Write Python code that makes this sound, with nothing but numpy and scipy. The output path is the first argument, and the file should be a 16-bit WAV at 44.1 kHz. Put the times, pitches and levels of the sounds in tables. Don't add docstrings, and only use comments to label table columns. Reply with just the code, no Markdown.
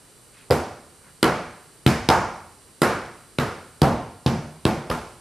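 import sys
import numpy as np
from scipy import signal
from scipy.fft import rfft, irfft
from scipy.io import wavfile
from scipy.ndimage import uniform_filter1d

SR = 44100
rng = np.random.default_rng(int(sys.argv[2]) if len(sys.argv) > 2 else 0)


def store_pcm(level_fs):
    pcm = np.round(np.clip(level_fs, -1, 1) * 32767).astype(np.int16)
    wavfile.write(sys.argv[1], SR, np.atleast_2d(pcm).T)


def boost(x):
    u = np.asarray(x, float) / 20
    return 10 ** u


N = 229394


def unit_rms(x):
    return x / np.sqrt(np.mean(x ** 2) + 1e-20)


def read_curve(points, hz):
    point_hz, value = np.transpose(points)
    return np.interp(np.log(hz + 1), np.log(point_hz + 1), value)


def add(mix, start_s, sound):
    part = mix[..., round(start_s * SR):][..., :sound.shape[-1]]
    part += sound[..., :part.shape[-1]]


def resonate(x, hz, width_hz):
    pole = np.exp((2j * hz - width_hz) * np.pi / SR)
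    return 2 * signal.lfilter([1 - abs(pole)], [1, -pole], x).real


def stereo_noise(seconds, likeness, db_of, size=1024):
    frames = round(seconds * SR) * 4 // size + 2
    hz = np.fft.rfftfreq(size, 1 / SR)[:, None]
    a, b, c, d = rng.standard_normal((frames, len(hz), 4)).T
    like = np.clip(read_curve(likeness, hz), 0, 1)
    mid = np.sqrt(1 + like) * (a + 1j * b)
    side = np.sqrt(1 - like) * (c + 1j * d)
    level = boost(db_of(hz, np.arange(frames) * size / 4 / SR))
    spectrum = np.array([mid + side, mid - side]) * level
    return signal.istft(spectrum, nperseg=size, noverlap=size * 3 // 4)[1]


# hz, level_db per Hz
HISS_SPECTRUM = [(25, 15.5), (60, -38), (120, 0.5), (190, -9.5), (400, -7), (650, -14.5), (1200, -14.5),
                 (2500, -21), (4500, -22), (6600, -22), (8500, -12.5), (9800, -13), (10800, -21.5), (12300, -15)]
# hz, coherence
HISS_LIKENESS = [(60, 0.77), (180, 0.82), (550, 0.85), (1650, 0.67), (4970, 0.74), (15000, 0.28)]


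def hiss():
    level_db, top_hz = -50.5, 12180

    def spectrum_db(hz, time_s):
        above_top = 0.12 * np.maximum(hz - top_hz, 0)
        return read_curve(HISS_SPECTRUM, hz) - above_top + 0 * time_s

    noise = stereo_noise(N / SR + 0.1, HISS_LIKENESS, spectrum_db)
    return boost(level_db) * unit_rms(noise[:, :N])


# shift_hz, orders
DRUM_COMBS = [
    (0, (5, 7, 8, 10, 11, 13)),
    (-91, (12, 13, 15, 17, 18)),
    (97, (11, 13, 15, 16, 17)),
    (6, (15, 16, 17)),
]
# loudest_order, level_db rms there, fall_db per order away
COMB_LEVELS = [(13, -72, .6), (16, -65, 3.5), (15.5, -70, 2.2), (16, -73, 0)]
# hz, level_db rms
MOTOR_TONES = [(3015, -77), (7634, -74), (8134, -73), (9324, -75), (9641, -75), (10454, -80), (10551, -79),
               (12301, -82)]


def whine():
    drum_hz, level_db = 570.6, -1.1
    tones = list(MOTOR_TONES)
    for (shift_hz, orders), (top, db, fall_db) in zip(DRUM_COMBS, COMB_LEVELS):
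        for order in orders:
            tones.append((order * drum_hz + shift_hz, db - fall_db * abs(order - top)))
    t = np.arange(N) / SR
    out = np.zeros((2, N))
    for hz, db in tones:
        phase = 2 * np.pi * rng.random() + 0.58 * rng.standard_normal((2, 1))
        out += np.sqrt(2) * boost(db + level_db) * np.sin(2 * np.pi * hz * t + phase)
    return out


# start_s, length_s, level_db, hz, width_hz
SLEEVES = [
    (0.281, 0.23, -57.5, 2070, 2310),
    (0.991, 0.17, -58, 1270, 1530),
]


def sleeves():
    out = np.zeros(N)
    for start_s, length_s, db, hz, width_hz in SLEEVES:
        cloth = rng.standard_normal(SR)[:round(length_s * SR)]
        for width in (width_hz, width_hz, 2 * width_hz):
            cloth = resonate(cloth, hz, width)
        add(out, start_s, boost(db) * unit_rms(cloth) * np.hanning(len(cloth)))
    return out


def crack(db, hz, spread_ms, sizzle_db):
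    t = np.arange(-5, 12, 1000 / SR) / spread_ms
    burst = rng.standard_normal(len(t)) * np.exp(np.minimum(t / 1.05, -t / 2.65))
    burst[np.argmin(abs(t))] = 4.5
    sizzle = resonate(resonate(burst, 8500, 4700), 8500, 4700)
    bright = resonate(resonate(burst, hz, 1800), hz, 1800)
    bright = bright + boost(sizzle_db) * sizzle + 0.85 * resonate(burst, 3200, 1400)
    return boost(db) * bright / abs(bright).max()


def skin(db, hz, sizzle_db, other_ms):
    out, lead_s = np.zeros(SR // 20), 0.006
    add(out, lead_s, crack(db, hz, 0.36, sizzle_db))
    add(out, lead_s + other_ms / 1000, crack(db - 2.5, hz * 0.81, 0.5, sizzle_db))
    return out


def ring(modes, lag_s=0, seconds=0.5):
    t = np.maximum(np.arange(round(seconds * SR)) / SR - lag_s, 0)
    sound = -sum(boost(db - 60 * t / t60) * np.sin(2 * np.pi * hz * t) for hz, db, t60 in modes)
    return sound * np.cos(np.linspace(0, np.pi / 2, len(t)))


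# hz, level_db, t60_s
LOW_MODES = [(72, -19, .3), (133, 0, .15), (215, -9, .16)]
# hz, level_db, t60_s
UPPER_MODES = [(255, -6, 0.067), (335, 3, 0.07), (450, 0, 0.15), (520, 0, 0.04), (794, -9, 0.054),
               (915, -20, .06)]


def blow(thump_db, pop_db, pop_hz, pitch, knock_db):
    push = np.hanning(round(0.0016 * SR))
    place = rng.uniform(-2.32, 1, (len(UPPER_MODES), 2))
    upper = 0
    for (hz, db, t60), (share, lag) in zip(UPPER_MODES, place):
        upper = upper + ring([(hz, db + 4.7 * share, t60)], 0.00059 * (lag + 1))
    low = ring([(hz * pitch, db, t60) for hz, db, t60 in LOW_MODES])
    board = boost(thump_db) * low + boost(pop_db + knock_db) * upper
    out = np.convolve(board, push / push.sum())
    squeeze = boost(pop_db + knock_db + 13) * push
    add(out, 0, squeeze)
    add(out, 0.0013, -0.6 * squeeze)
    add(out, 0.001, ring([(pop_hz, pop_db, 0.022), (pop_hz * 1.45, pop_db - 7, 0.02)]))
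    return out


# hz, t60_s
ROOM_DECAY = [(60, 0.68), (160, 0.5), (420, 0.53), (1100, 0.58), (2900, 0.62), (6000, 0.63), (12500, 0.33),
              (14500, 0.09)]
# hz, coherence
ROOM_LIKENESS = [(60, 1.0), (180, 0.98), (550, 1), (1650, 0.92), (4970, 0.88), (15000, 0.28)]
# hz, width_hz, level_db
STANDING_WAVES = [(85.5, 1.4, -10), (167, 41, -7), (235, 15, 0), (349.8, 12, 3), (466, 8.5, -8),
                  (536, 19, -12), (726, 19, -1), (770, 18, -2.5), (892, 64, -4), (1033, 27, -7.5),
                  (1163, 7.2, -15), (1396, 24, -3), (1780, 7.5, -22), (2240, 105, -6)]
# hz, width_hz
RING_BANDS = [
    (90, 140),
    (200, 150),
    (440, 442),
]
# hz, width_hz
EDGE_BANDS = [
    (2200, 2100),
    (5100, 2650),
    (9500, 5600),
]


def tail(thump_db, pop_db, pop_hz, pitch, crack_db, sizzle_db, air_shift_db, air_hz, air_width, sideways_db):
    wash = stereo_noise(1.1, ROOM_LIKENESS, lambda hz, t: -60 * t / read_curve(ROOM_DECAY, hz), size=512)
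    wash = wash + sum(boost(db) * resonate(wash, hz, width) for hz, width, db in STANDING_WAVES)
    (boom_hz, boom_width), *fixed = RING_BANDS
    bands = [(boom_hz * pitch, boom_width)] + fixed + [(air_hz, air_width * air_hz)] + EDGE_BANDS
    thrown_db = crack_db + sideways_db
    follow = [(thump_db, -23, 1),
              (thump_db, -22.5, 1),
              (pop_db - air_shift_db, -11, 0.91),
              (pop_db + air_shift_db, -9.5, 1.233),
              (pop_db, -31, 0.55),
              (thrown_db, -36, 0.88),
              (thrown_db + sizzle_db, -29.5, 0.48)]
    out = 0
    for (hz, width), (cause_db, base_db, slope) in zip(bands, follow):
        band = resonate(resonate(wash, hz, 1.67 * width), hz, 1.67 * width)
        out = out + boost(base_db + slope * cause_db) * band / band[:, :SR // 10].std()
    build_s = 0.0085
    return out * (1 - np.exp(-(np.arange(wash.shape[1]) / (build_s * SR)) ** 2))


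# start_s, crack_db, brightest_hz, sizzle_db, other_half_ms
CRACKS = [
    (0.508, -9.5, 4600, -3, 6),
    (1.2291, -2.5, 4100, -11, 1.7),
    (1.8661, -2.5, 3650, -8.5, -2),
    (2.0888, 1, 4770, -20, 1.4),
    (2.8185, -4.5, 5200, -1.5, 3),
    (3.3875, -12, 3560, -12.5, -1.5),
    (3.8194, -7, 4730, -8.5, -1.75),
    (4.2632, -11, 4400, -28, 3.5),
    (4.6529, -10, 3380, -12, 2.1),
    (4.9023, -16.5, 4000, -11, -2.6),
]
# start_s, thump_db, pop_db, pop_hz, board_pitch factor
BLOWS = [
    (0.5096, -22.5, -14, 1394, 1.21),
    (1.2295, -18.5, -9, 1410, 2.42),
    (1.8637, -2.5, -13, 1335, 0.98),
    (2.089, -13, -8, 944, 1.01),
    (2.8188, -20, -9.5, 1364, 1.12),
    (3.387, -15, -16.5, 1380, 1.02),
    (3.819, -3.5, -11, 770, 1.065),
    (4.2617, -8, -19, 760, 0.99),
    (4.654, -10, -16, 1103, 0.92),
    (4.9012, -21.5, -22, 1090, 0.45),
]
# air_shift_db from board body to trapped air, air_hz, relative_width, sideways_db
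CUPPING = [
    (-2.5, 1000, 0.72, 1),
    (0, 1044, 0.67, -2.5),
    (1.5, 1140, 1, 2.5),
    (3.5, 848, 0.65, 1),
    (0, 1095, 0.59, -1.2),
    (1, 1116, 0.53, -.6),
    (1.5, 560, 1, -2),
    (-1, 940, 1, 3),
    (-3, 980, 0.99, -1),
    (2, 940, 0.67, -1.5),
]
# start_s, thump_db, pop_db, pop_hz, board_pitch factor
TOUCHES = [
    (.5032, -23, -15.5, 580, 0.96),
    (0.5121, -12.5, -1, 500, 1.08),
    (0.5222, -36, -9, 516, 0.78),
    (4.8955, -42, -32, 705, 0.46),
    (4.9034, -51, -16.5, 520, 1),
    (4.914, -32.5, -15, 1233, 1.8),
]
# start_s, level_db, hz, t60_s
KNOCKS = [
    (4.299, -19, 225.4, 0.41),
    (4.344, -24, 159, 0.32),
    (4.385, -17.5, 155.5, 0.14),
    (4.697, -20.5, 213, 0.24),
    (4.775, -24.5, 143.7, 0.17),
    (4.465, -33.5, 152.8, 0.43),
    (4.575, -50, 163, 1),
    (4.853, -31, 152, 0.05),
]
# delay_s, level_db
ECHOES = [(.0058, -15), (.0122, -3.5), (.0152, -10), (.0245, -11), (.0367, -14), (.049, -17)]


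def slaps():
    cracks, wood, room = np.zeros(N), np.zeros(N), np.zeros((2, N))
    for hit, skin_row, palm in zip(BLOWS, CRACKS, CUPPING):
        start_s, *strike = hit
        crack_s, crack_db, hz, sizzle_db, other_ms = skin_row
        add(cracks, crack_s - 0.011, skin(crack_db, hz, sizzle_db, other_ms))
        add(wood, start_s - 0.0007, blow(*strike, -5 - palm[0]))
        add(room, start_s, tail(*strike, crack_db, sizzle_db, *palm))
    for start_s, *strike in TOUCHES:
        add(wood, start_s - 0.0007, blow(*strike, -18.5))
    for start_s, db, hz, t60 in KNOCKS:
        add(room, start_s, ring([(hz, db, t60)])[None])
    for delay_s, db in ECHOES:
        for ear in room:
            smear = np.r_[1, 0.25 * rng.standard_normal(40) * np.exp(-np.arange(40) / 15)]
            add(ear, delay_s, boost(db) * (0.49 * np.convolve(cracks, smear)[:N] + 0.61 * wood))
    treble = np.gradient(np.gradient(np.gradient(cracks)))
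    aside = 0.63 * treble * np.array([[1], [-1]])
    return cracks + aside + wood + room


def scene():
    return hiss() + whine() + sleeves() + slaps()


# hz, left_minus_right_db
BALANCE = [(60, -1.5), (180, 0.5), (550, -1.5), (1650, 0), (4970, -2.5), (15000, -1.5)]
# hz, gain_db
CAPSULE = [(2500, 1), (3300, 0), (4600, 3.5), (5600, 0.5), (6600, -1.5), (8000, -1), (9200, -1.5),
           (12000, -2)]


def microphone(dry):
    hz = np.fft.rfftfreq(N, 1 / SR)
    response = boost(np.outer([0.5, -0.5], read_curve(BALANCE, hz)) + read_curve(CAPSULE, hz))
    low_edge = signal.butter(3, 64, "high", fs=SR, output="sos")
    high_edge = signal.cheby1(12, 0.5, 14000, fs=SR, output="sos")
    return signal.sosfilt(np.r_[low_edge, high_edge], irfft(rfft(dry) * response, N))


def gain_control(x):
    threshold_db, ratio, recovery_db_per_s = -29.5, 0.22, 10.8
    power = uniform_filter1d((x ** 2).mean(0), 600, origin=299)
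    power_db = 10 * np.log10(abs(power) + 1e-12)
    over_db = ratio * np.maximum(power_db - threshold_db, 0)
    fall_db = np.arange(N) * recovery_db_per_s / SR
    held_db = np.maximum(np.maximum.accumulate(over_db + fall_db) - fall_db, 0)
    return 1.029 * np.tanh(x / boost(held_db) / 0.87)


def roll_off(x):
    return signal.sosfilt(signal.butter(12, 15610, fs=SR, output="sos"), x)


def record(dry):
    mix = gain_control(microphone(dry))
    return roll_off(mix)


dry = scene()
out = record(dry)
store_pcm(out)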